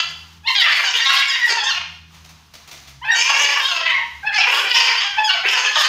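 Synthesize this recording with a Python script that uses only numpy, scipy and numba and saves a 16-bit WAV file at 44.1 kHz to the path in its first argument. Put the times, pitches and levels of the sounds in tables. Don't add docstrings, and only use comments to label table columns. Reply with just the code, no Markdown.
import sys
import numpy as np
from scipy import signal
from scipy.fft import rfft, irfft
from scipy.io import wavfile
from scipy.ndimage import uniform_filter1d, minimum_filter1d
from numba import njit

SR = 44100
rng = np.random.default_rng(int(sys.argv[2]) if len(sys.argv) > 2 else 0)


def digitize_waveform(pressure):
    field = np.atleast_2d(pressure).T
    bounded = np.clip(field, -1, 1)
    quanta = np.round(bounded * 32767).astype(np.int16)
    wavfile.write(sys.argv[1], SR, quanta)


N = 259308

# time in seconds, level of the hiss in dB,
# level of the low throat resonance in dB against the main one.
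BREATH_SPELLS = [
    [(0.0, -37, -6), (0.01, -52, -29), (0.08, -73, -4), (0.116, -54, -17), (0.13, -63, -11)],
    [(0.46, -65, -16), (0.49, -48, -24), (0.535, -45, -24), (0.56, -51, -26), (0.652, -36, -20.5),
     (0.666, -47, -11.5), (0.868, -46.5, -9), (0.904, -74, -2), (0.922, -52, -14), (0.982, -41, -12),
     (1.02, -57, -13), (1.086, -33, -9), (1.206, -41, -12), (1.226, -62, -17), (1.284, -48, -15),
     (1.434, -57, -7), (1.462, -43, -13), (1.634, -72, 2.5), (1.676, -54, -4.5), (1.8, -58, -12)],
    [(3.04, -62, -11), (3.12, -58, -11), (3.142, -50, -7), (3.192, -48, -5), (3.204, -66, -28),
     (3.226, -40, -12), (3.26, -40, -5), (3.274, -58, -15), (3.304, -41, -3.5), (3.374, -48, -12.5),
     (3.42, -38.5, -13.5), (3.544, -50.5, -6.5), (3.69, -43.5, -10), (3.864, -62, -9.5), (3.92, -46, -27)],
    [(4.32, -71, -9), (4.346, -58, -9), (4.468, -56, -8.5), (4.502, -41, -13), (4.528, -43, -14),
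     (4.538, -36.5, -7), (4.668, -49, -14), (4.684, -65, -12), (4.694, -43, -13.5), (4.74, -43, -18),
     (4.76, -30.5, -9), (5.028, -64, -6), (5.04, -64, -14), (5.044, -83, -7), (5.066, -52, -12),
     (5.16, -84, -8), (5.2, -62, -15)],
    [(5.28, -48, -17), (5.4, -70, -0.5), (5.478, -50, -26), (5.49, -44, -14.5), (5.566, -47, -5),
     (5.598, -51.5, -5.5), (5.75, -53, -15), (5.772, -41, -1), (5.788, -42, -13), (5.806, -34, -11),
     (5.846, -45, -7), (5.88, -45, -16)],
]


def amp(db):
    return 10 ** (np.asarray(db) / 20)


def rms_one(x):
    return x / np.sqrt(np.mean(x ** 2) + 1e-20)


def columns(rows):
    times, *cols = np.transpose(rows)
    at = np.arange(int(times[0] * SR), min(int(times[-1] * SR), N))
    return at[0], [np.interp(at / SR, times, col) for col in cols]


def wobble(count, rate_hz):
    r = np.exp(-2 * np.pi * rate_hz / SR)
    settling = 4000
    noise = rng.standard_normal(count + settling)
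    return rms_one(signal.lfilter([1], [1, -2 * r, r * r], noise)[settling:])


def coloured(spectrum, count):
    hz = np.fft.rfftfreq(count, 1 / SR) + 1
    at_hz, db = np.transpose(spectrum)
    weight = amp(np.interp(np.log(hz), np.log(at_hz), db))
    return rms_one(irfft(rfft(rng.standard_normal(count)) * weight, count))


def filtered(x, order, hz, kind):
    return signal.sosfilt(signal.butter(order, hz, kind, fs=SR, output="sos"), x)


def edges(count, rise_s=.012, fall_s=.015):
    t = np.arange(count) / SR
    return np.clip(t / rise_s, 0, 1) * np.clip((t[-1] - t) / fall_s, 0, 1)


def air():
    # frequency in Hz, density in dB per Hz.
    air_spectrum = [(150, -82), (250, -8), (366, 4.5), (595, 0), (872, 15.5), (2150, 9), (2840, 12),
                    (6410, 7), (8030, -4), (14700, -7), (15800, -15)]
    return amp(-52.5) * coloured(air_spectrum, N) * amp(3.2 * wobble(N, 3.6))


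def traffic():
    # time in seconds, first order in Hz, level in dB.
    drone = [(0, 78, -50), (.45, 82.9, -50.5), (1.4, 83, -71), (1.75, 82.2, -49), (1.9, 82, -51),
             (2.4, 79.2, -53.5), (2.6, 77.2, -63), (2.72, 72.3, -56), (3.0, 66.2, -51), (3.6, 65.7, -69),
             (4.14, 72.1, -54.5), (4.9, 69.7, -72.5), (5.2, 70, -57), (5.88, 76.7, -73)]
    _, (engine_hz, level_db) = columns(drone)
    count = len(engine_hz)
    phase = 2 * np.pi * np.cumsum(engine_hz) / SR
    engine = np.zeros(count)
    for order, order_db in [(1, 0.023), (2, -3)]:
        size = np.sqrt(2) * amp(level_db + order_db + 2.5 * wobble(count, 8))
        engine += size * np.sin(order * phase)
    rumble = rms_one(filtered(rng.standard_normal(count), 2, [50, 220], "band"))
    return np.pad(engine + amp(-59) * rumble, (0, N - count))


def scuffs():
    # start in seconds, relative level in dB, time to fall 60 dB in seconds.
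    scuff_events = [(2.142, -28.5, 0.13), (2.243, -26.5, 0.21), (2.29, -26.5, 0.19), (2.5355, -23.5, 0.31),
                    (2.674, -21.5, 0.19), (2.71, -24, 0.64), (2.8724, -26, 0.23)]
    # frequency in Hz, density in dB per Hz.
    scuff_spectrum = [(350, -7), (600, -6), (737, 4.5), (789, -7), (1190, 0), (1770, -5), (2060, 0),
                      (6400, -1.5), (7650, -12.5), (15800, -17.5)]
    rise_s, common_db = 0.0043, -16.5
    t, envelope = np.arange(N) / SR, np.zeros(N)
    for start_s, burst_db, t60 in scuff_events:
        since = t - start_s
        decay_db = -60 * np.maximum(since, 0) / t60
        envelope += np.clip(since / rise_s, 0, 1) * amp(burst_db + common_db + decay_db)
    grain = amp(2.3 * wobble(N, 160))
    return envelope * coloured(scuff_spectrum, N) * grain


def airflow(rows):
    # frequency in Hz, density in dB per Hz.
    hiss_spectrum = [(4410, -17.5), (7500, 0), (7910, -8), (10600, -8.5), (12600, -10), (14500, -9.5),
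                     (15800, -23)]
    start, (hiss_db, _) = columns(rows)
    count = len(hiss_db)
    tremble_db, grain_db = 2.6 * wobble(count, 30), 1.6 * wobble(count, 400)
    hiss = amp(hiss_db + tremble_db + grain_db) * coloured(hiss_spectrum, count)
    return start, hiss * edges(count)


def swell(count, rise_s, fade_s):
    t = np.arange(count) / SR
    rise = np.maximum(1 - t / rise_s, 0)
    fade = np.maximum(1 + (t - t[-1]) / fade_s, 0) ** 2
    return -20 * (rise + fade)


def partials(pitch, levels_db, tremor, throb_db):
    count = len(pitch)
    shake = 1 + tremor * (wobble(count, 60) + wobble(count, 250))
    phase = 2 * np.pi * np.cumsum(pitch * shake) / SR
    tone = np.zeros(count)
    for number, level_db in enumerate(levels_db, 1):
        throb = amp(level_db + throb_db * wobble(count, 21.0))
        breath_skirt = 1 + 0.16 * wobble(count, 178)
        tone += throb * breath_skirt * np.cos(number * phase)
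    return amp(6.5) * edges(count) * tone


def squeal(row):
    squeal_partials_db = [-10.5, 1, -4, -13]
    flare_db, throat_hz, throat_width_hz = 7, 2680, 190
    start_s, hold_s, drop_s, length, top_hz, bottom_hz, level_db, tilt_db = row
    t = np.arange(int(length * SR)) / SR
    pitch = np.interp(t, [hold_s, max(drop_s, hold_s + 1e-3)], [top_hz, bottom_hz])
    shape_db = level_db + swell(len(t), rise_s=0.019, fade_s=0.0038)
    levels_db = []
    for k, partial_db in enumerate(squeal_partials_db):
        distance = ((k + 1) * pitch - throat_hz) / throat_width_hz
        levels_db.append(shape_db + partial_db + tilt_db * (k - 1) + flare_db * np.exp(-distance ** 2))
    upper_db = [levels_db[3] - 18.5 - 4.9 * k for k in range(5)]
    return int(start_s * SR), partials(pitch, levels_db + upper_db, tremor=.007, throb_db=3.5)


def cry(row):
    cry_partials_db = [-12, -3, -3, -3, -11, -13, -24]
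    mouth_db, mouth_width_hz = 9.5, 83
    onset_tilt = .3
    start_s, rise_s, turn_s, length, first_hz, turn_hz, last_hz, level_db, tilt_db, mouth_hz = row
    glide = [(start_s, first_hz), (start_s + turn_s, turn_hz), (start_s + length, last_hz)]
    start, (pitch,) = columns(glide)
    shape_db = swell(len(pitch), rise_s, fade_s=0.037)
    levels_db = []
    for k, partial_db in enumerate(cry_partials_db):
        lift_db = mouth_db * np.exp(-(((k + 1) * pitch - mouth_hz) / mouth_width_hz) ** 2)
        tilted_db = level_db + partial_db + tilt_db * (k - 1)
        levels_db.append(tilted_db + shape_db * (1 + onset_tilt * k) + lift_db)
    return start, partials(pitch, levels_db, tremor=.014, throb_db=5.5)


def snaps(pitch, rough):
    count = len(pitch)
    unsteady = .022 * wobble(count, 150) + .07 * wobble(count, 22)
    turns = np.cumsum(pitch * (1 + rough * unsteady)) / SR
    doubling_db = 8 * rough * wobble(count, 12) * (-1) ** np.floor(turns)
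    uneven_db = 4.5 * rough * rng.standard_normal(count)
    clicks = np.diff(np.floor(turns), prepend=0) * amp(doubling_db + uneven_db)
    gate = (.5 + .5 * np.cos(2 * np.pi * turns)) ** 2
    turbulence = rms_one(gate * rng.standard_normal(count))
    return rms_one(clicks - clicks.mean()) + .42 * rough * turbulence


@njit
def resonate(x, cosine, r):
    for _ in range(2):
        y = np.zeros(len(x))
        for i in range(2, len(x)):
            y[i] = x[i] - x[i - 2] + 2 * r * cosine[i] * y[i - 1] - r * r * y[i - 2]
        x = y
    return x


def evened(source, hz, width_hz):
    cosine = np.cos(2 * np.pi * hz / SR) * np.ones(len(source))
    ringing = resonate(source, cosine, np.exp(-np.pi * width_hz / SR))
    return ringing / np.sqrt(uniform_filter1d(ringing ** 2, size=2000) + 1e-12)


def rasp(rows):
    # time in seconds, roughness from 0 (clear) to 1 (harsh).
    rough_curve = [(0, .6), (.55, .45), (.63, .5), (.7, .6), (1.0, .4), (1.15, .35), (1.21, .1),
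                   (1.29, .12), (1.35, .5), (1.6, .4), (1.64, .1), (1.69, .08), (1.72, .8), (3.14, .55),
                   (3.28, .35), (3.38, .25), (3.42, .4), (3.6, .6), (3.625, .04), (3.69, .06), (3.72, .4),
                   (3.77, .08), (3.86, .1), (4.46, .7), (4.54, .3), (4.62, .35), (4.7, .45), (4.8, .35),
                   (5.02, .75), (5.1, .45), (5.35, .35), (5.42, .8), (5.47, .65), (5.6, .45), (5.88, .35)]
    # start in seconds, length in seconds, pitch at start in Hz,
    # pitch at end in Hz, level in dB against the first bird.
    rival_calls = [(0.68, 0.13, 785.4, 691, 6), (0.82, 0.21, 483.4, 468.3, 0.5),
                   (1.08, 0.32, 717, 684.7, -4.5), (3.15, 0.5, 470.4, 476.3, -5.5),
                   (3.68, 0.23, 708, 632.5, 2.5), (4.47, 0.53, 500.1, 457.6, -3.5),
                   (5.45, 0.32, 452.2, 416.5, -1), (5.75, 0.11, 596.5, 589, 5)]
    # centre in Hz, width of one pass in Hz.
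    throat = [(420, 320), (930, 560), (5000, 950)]
    main_width_hz, mid_width_hz = 793, 680
    beak_db = -11
    tip_hz, tip_width_hz, tip_db = 6290, 850, -8.5
    start, (pitch, level_db, main_hz, mid_hz, mid_db, growl_db, bright_db) = columns(rows)
    count = len(pitch)
    t = (start + np.arange(count)) / SR

    source = snaps(pitch, np.interp(t, *np.transpose(rough_curve)))
    for rival_s, length, first_hz, last_hz, rival_db in rival_calls:
        begin, (rival_hz,) = columns([(rival_s, first_hz), (rival_s + length, last_hz)])
        if start <= begin < start + count:
            rival = amp(rival_db) * snaps(rival_hz, .45) * edges(len(rival_hz))
            part = source[begin - start:][:len(rival)]
            part += rival[:len(part)]

    moving_hz = main_hz * (1 + 0.054 * wobble(count, 14.8))
    voice = evened(source, moving_hz, main_width_hz)
    voice -= amp(mid_db) * evened(source, mid_hz, mid_width_hz)
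    breath_s, _, low_db = np.transpose(np.vstack(BREATH_SPELLS))
    parts_db = [np.interp(t, breath_s, low_db), beak_db + bright_db]
    for sign, (hz, width_hz), part_db in zip([1, -1], throat[1:], parts_db):
        shift = 1 + .07 * wobble(count, 9)
        gain = amp(part_db + 2.74 * wobble(count, 18.4))
        voice += sign * gain * evened(source, hz * shift, width_hz)
    tip_gain = amp(parts_db[-1] + tip_db + 5.95 * wobble(count, 3.6))
    voice -= tip_gain * evened(source, tip_hz, tip_width_hz)

    voice = filtered(voice, 6, 620, "high")
    growl_source = rms_one(source) + 1.6 * rng.standard_normal(count)
    voice -= amp(growl_db + 3.4 * wobble(count, 23.5)) * evened(growl_source, *throat[0])
    flutter = amp(3.52 * wobble(count, 35.8))
    rise_s = min(.025, t[0] + 0.00065)
    return start, voice * amp(level_db) * flutter * edges(count, rise_s)


def birds():
    # start in seconds, hold in seconds, end of the drop in seconds after the start,
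    # length in seconds, top in Hz, bottom in Hz, relative level in dB, tilt in dB per partial.
    squeal_calls = [(1.06, .015, .045, 0.076, 2000, 1447, -25, 1),
                    (1.27, 0.009, 0.063, 0.059, 1835, 1445, -27, 0.5),
                    (1.678, 0.012, .035, 0.057, 1640, 1396, -26, -0.5),
                    (3.1, .042, 0.048, 0.15, 1890, 1520, -32.5, 0.5),
                    (4.35, 0.014, 0.046, 0.085, 1580, 1340, -28.5, -1.5),
                    (4.958, 0.01033, 0.026, .048, 1640, 1540, -31, 2.5),
                    (5.179, 0.0086, 0.036, 0.05, 1675, 1530, -42.5, 0.5),
                    (5.228, 0.041, 0.067, 0.088, 1683, 1396, -25, 0.5),
                    (5.646, 0.007, 0.029, 0.037, 1730, 1483, -25.5, 0.5),
                    (5.83, 0.0068, .03, .049, 1560, 1548, -36, 0)]
    # start in seconds, swell in seconds, turn of the pitch in seconds after the start,
    # length in seconds, pitch at start, turn and end in Hz, relative level in dB, tilt in dB per partial,
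    # mouth resonance in Hz.
    cry_calls = [(0.429, 0.058, 0.045, 0.098, 805, 927, 910, -29, 0.5, 2900),
                 (0.444, 0.033, 0.039, 0.093, 848, 1064, 1000, -24, -2.5, 4096),
                 (0.602, 0.02, 0.049, 0.054, 961, 924, 935, -22, 2.5, 1900),
                 (0.83, 0.016, 0.057, 0.089, 818, 743, 816, -33, 2.5, 1580),
                 (0.992, 0.017, 0.051, 0.14, 897, 965, 980, -32, 1.5, 1947),
                 (1.29, 0.033, 0.018, 0.093, 974, 927, 957, -34, 2.5, 1890),
                 (1.395, 0.019, 0.057, 0.14, 955, 966, 701, -34, 0, 1930),
                 (1.565, 0.0061, 0.067, 0.11, 914, 831, 840, -30.5, 0, 904),
                 (1.635, 0.026, 0.0397, 0.088, 870, 905, 969, -33, 1.5, 2810),
                 (3.012, 0.034, 0.023, 0.042, 894, 1030, 1010, -22, -6, 1560),
                 (3.036, 0.012, 0.076, 0.15, 822, 922, 950, -34, -3, 1820),
                 (3.036, 0.0059, 0.047, 0.18, 766, 795, 751, -41.5, -2.5, 1525),
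                 (3.859, 0.042, 0.055, 0.2, 969, 971, 921, -34, -4, 1960),
                 (3.899, 0.025, 0.064, 0.13, 1140, 1088, 1078, -37, -8.5, 2200),
                 (4.224, 0.043, 0.0385, 0.0954, 777, 855, 790, -25.5, -4, 1610),
                 (4.326, 0.019, 0.042, 0.066, 838, 855, 740, -38, 3.5, 1698),
                 (4.63, 0.027, 0.036, 0.083, 811, 781, 745, -27.5, -1.5, 2370),
                 (4.735, 0.01, 0.042, 0.06, 935, 933, 965, -25.5, -8, 1890),
                 (5.161, 0.023, 0.033, 0.083, 872.5, 857, 879, -27.5, -2, 870),
                 (5.31, 0.039, 0.053, 0.19, 746.4, 680.5, 820, -35, -3, 2804),
                 (5.635, 0.013, 0.032, 0.092, 851, 874, 852, -33.5, 0.5, 1780)]
    rasp_calls = [
        [(0.0, 702, -14.5, 2730, 1640, -9, -49, 3), (0.04, 712.5, -35, 2790, 1480, -23, -55, -7),
         (0.124, 711, -45.5, 3000, 1690, -23, 5, 12)],
        [(0.548, 807, -9, 3430, 2090, -4, -60, -8), (0.582, 785.3, -11.5, 3380, 1930, -11.5, -71, 3.5),
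         (0.66, 611, -13.5, 3150, 1890, 2.5, -52, -3), (0.726, 659.7, -25, 2360, 1700, -3, -44, 12),
         (0.822, 593, -22, 2600, 1700, -14, -25, -2), (0.89, 525, -36.5, 2800, 1580, -3, -32, 17),
         (0.95, 526.5, -18, 2800, 1738, -14, -23, -2), (1.02, 549, -17.5, 3520, 1970, 3, -57, 3)],
        [(1.03, 536, -36, 3880, 2060, 4, -55, 3), (1.075, 537, -10, 3830, 2200, -8, -52, -7),
         (1.1, 542.6, -14, 3250, 1480, -0.5, -43, -3), (1.15, 544.3, -19, 2490, 1310, -8, -40, 7),
         (1.2, 548.3, -22, 3500, 2140, 0, -36, -3), (1.235, 556.5, -32, 2740, 2180, 4, -42, -12),
         (1.28, 558, -31, 2800, 2130, -2, -41, 3), (1.418, 474, -34.5, 3480, 1950, 11.5, -80, 4.5),
         (1.47, 480, -51, 3302, 1900, 14, -40, 23), (1.484, 501.3, -29, 3030, 1670, 3, -7, 17),
         (1.564, 449.7, -30.5, 2650, 1650, -2, -21, 12), (1.62, 452, -40, 3500, 1850, 5, -71, -4)],
        [(1.63, 514.4, -32, 3040, 1723, -10, -58, 12), (1.698, 543, -28.5, 2970, 1620, -2, -63, 12),
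         (1.73, 731.4, -30.5, 2800, 1514, -7, -64, -10), (1.83, 704, -28.5, 2770, 1590, -21, -44, -5)],
        [(3.14, 455.6, -29.5, 3180, 1730, 1, -16, 12), (3.218, 471.3, -16.5, 2500, 2030, -15, -33, 0),
         (3.27, 541.2, -18, 2820, 1620, -13, -34, 7.5), (3.36, 540.6, -19, 2730, 1600, -9, -29, 0),
         (3.424, 588, -16.5, 2790, 1910, -8, -22, 7.5), (3.538, 556.2, -25.5, 2830, 1890, -6, -32, -0.5),
         (3.61, 513, -24, 2740, 1660, -4, -19, 3.5), (3.655, 533.5, -15, 3160, 1560, -15.5, -47, -3),
         (3.684, 560, -20, 3100, 1530, -7, -56, 6.5), (3.77, 525, -25.5, 2530, 1600, -17, -22, 0.5),
         (3.92, 516.8, -22.5, 3250, 2110, 11, -41, 0.5)],
        [(4.32, 816.4, -29, 2660, 1990, 15, -59, 9), (4.414, 830, -18, 2550, 1700, -28, -76, 1),
         (4.452, 756, -12, 2620, 1720, -9, -40.5, -18)],
        [(4.46, 494.4, -18, 2500, 1730, -14, -12.5, -9), (4.576, 580.3, -20.5, 3000, 1530, -4.5, -22, 1.5),
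         (4.654, 471.5, -25, 2620, 1610, -4, -16.5, 0), (4.76, 507, -11, 2800, 1840, -14.5, -33, 3.5),
         (4.856, 536.3, -19, 2670, 1800, -9, -23, 9), (4.93, 475.4, -27.5, 2330, 1660, -7, -19, -16),
         (5.006, 538, -31.5, 3350, 1930, -3, -61, 4), (5.038, 785, -24, 2780, 1950, -7.5, -49, 1.5),
         (5.2, 800.4, -38.5, 3100, 1760, 6.5, -42, -4)],
        [(5.28, 756, -20.5, 2886, 1543, 1, -66, -3.5), (5.418, 726, -33.5, 2640, 1470, -22, -27, 3)],
        [(5.425, 479.2, -32, 2000, 1490, 11, -13, -3), (5.46, 490.6, -18, 2360, 1790, -5, -22, -10.5),
         (5.494, 504.2, -14, 2740, 1920, -17, -37, 4.5), (5.55, 527.3, -24, 2820, 1700, -3, -25, 4),
         (5.712, 498.7, -27, 2670, 1560, -17, -20, -1), (5.764, 555.3, -21, 3480, 1658, -6, -52, 4.5),
         (5.88, 498.6, -23.5, 2770, 1600, 0.5, -17, 8)],
    ]
    voices = [(airflow, BREATH_SPELLS), (squeal, squeal_calls), (cry, cry_calls), (rasp, rasp_calls)]
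    out = np.zeros(N)
    for play, calls in voices:
        for start, call in map(play, calls):
            out[start:start + len(call)] += call
    return filtered(out, 6, 330, "high")


def balcony(x):
    # frequency in Hz, time to fall 60 dB in seconds.
    balcony_t60 = [(300, 0.53), (2500, 0.57), (6000, 0.61), (14000, 0.22)]
    t = np.arange(int(.8 * SR)) / SR
    band_edges = np.geomspace(200, 16000, 11)
    at_hz, t60 = np.transpose(balcony_t60)
    tail = np.zeros(len(t))
    for low, high in zip(band_edges, band_edges[1:]):
        band = filtered(rng.standard_normal(len(t)), 2, [low, high], "band")
        band_t60 = np.interp(np.log(low * high) / 2, np.log(at_hz), t60)
        tail += band * amp(-60 * t / band_t60)
    tail = tail * (t > .006)
    gain = np.sqrt(np.mean(np.abs(rfft(tail)[800:4000]) ** 2))
    stir_s, stir_hz = .00013, 14
    samples = np.arange(N)
    x = np.interp(samples + stir_s * SR * wobble(N, stir_hz), samples, x)
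    return signal.fftconvolve(x, tail / gain)[:N]


def scene():
    outside = air() + traffic()
    near = scuffs() + birds()
    return (outside + near + amp(-2) * balcony(near))[None]


def capsule_port(x):
    port_hz, width_hz, port_db = 15100, 690, 1
    r = np.exp(-np.pi * width_hz / SR)
    poles = [1, -2 * r * np.cos(2 * np.pi * port_hz / SR), r * r]
    return x + amp(port_db) * (1 - r * r) / 2 * signal.lfilter([1, 0, -1], poles, x)


def sinking_bass(x):
    from_db, slope, window_s, most_db, bass_hz = -35, 1.2, 0.077, 17, 363
    treble = filtered(x, 2, [4300, 7000], "band")
    level_db = 10 * np.log10(uniform_filter1d(treble ** 2, size=int(window_s * SR)) + 1e-12)
    low_pass = 1 / (1 + (np.fft.rfftfreq(N, 1 / SR) / bass_hz) ** 8)
    bass = irfft(rfft(x) * low_pass, N)
    return x - bass + bass * amp(-np.clip(slope * (level_db - from_db), 0, most_db))


def limited(x):
    threshold_db, release_db_s = -4, 150
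    over_db = np.maximum(20 * np.log10(np.abs(x[0]) + 1e-9) - threshold_db, 0)
    fall_db = release_db_s * np.arange(N) / SR
    held_db = np.maximum.accumulate(over_db + fall_db) - fall_db
    widest_db = -minimum_filter1d(-held_db, size=177)
    return x * amp(-.8 * uniform_filter1d(widest_db, size=88))


def record(dry):
    held = limited(sinking_bass(capsule_port(dry)))
    return signal.sosfilt(signal.cheby2(18, 60, 16050, fs=SR, output="sos"), held)


dry = scene()
out = record(dry)
digitize_waveform(out)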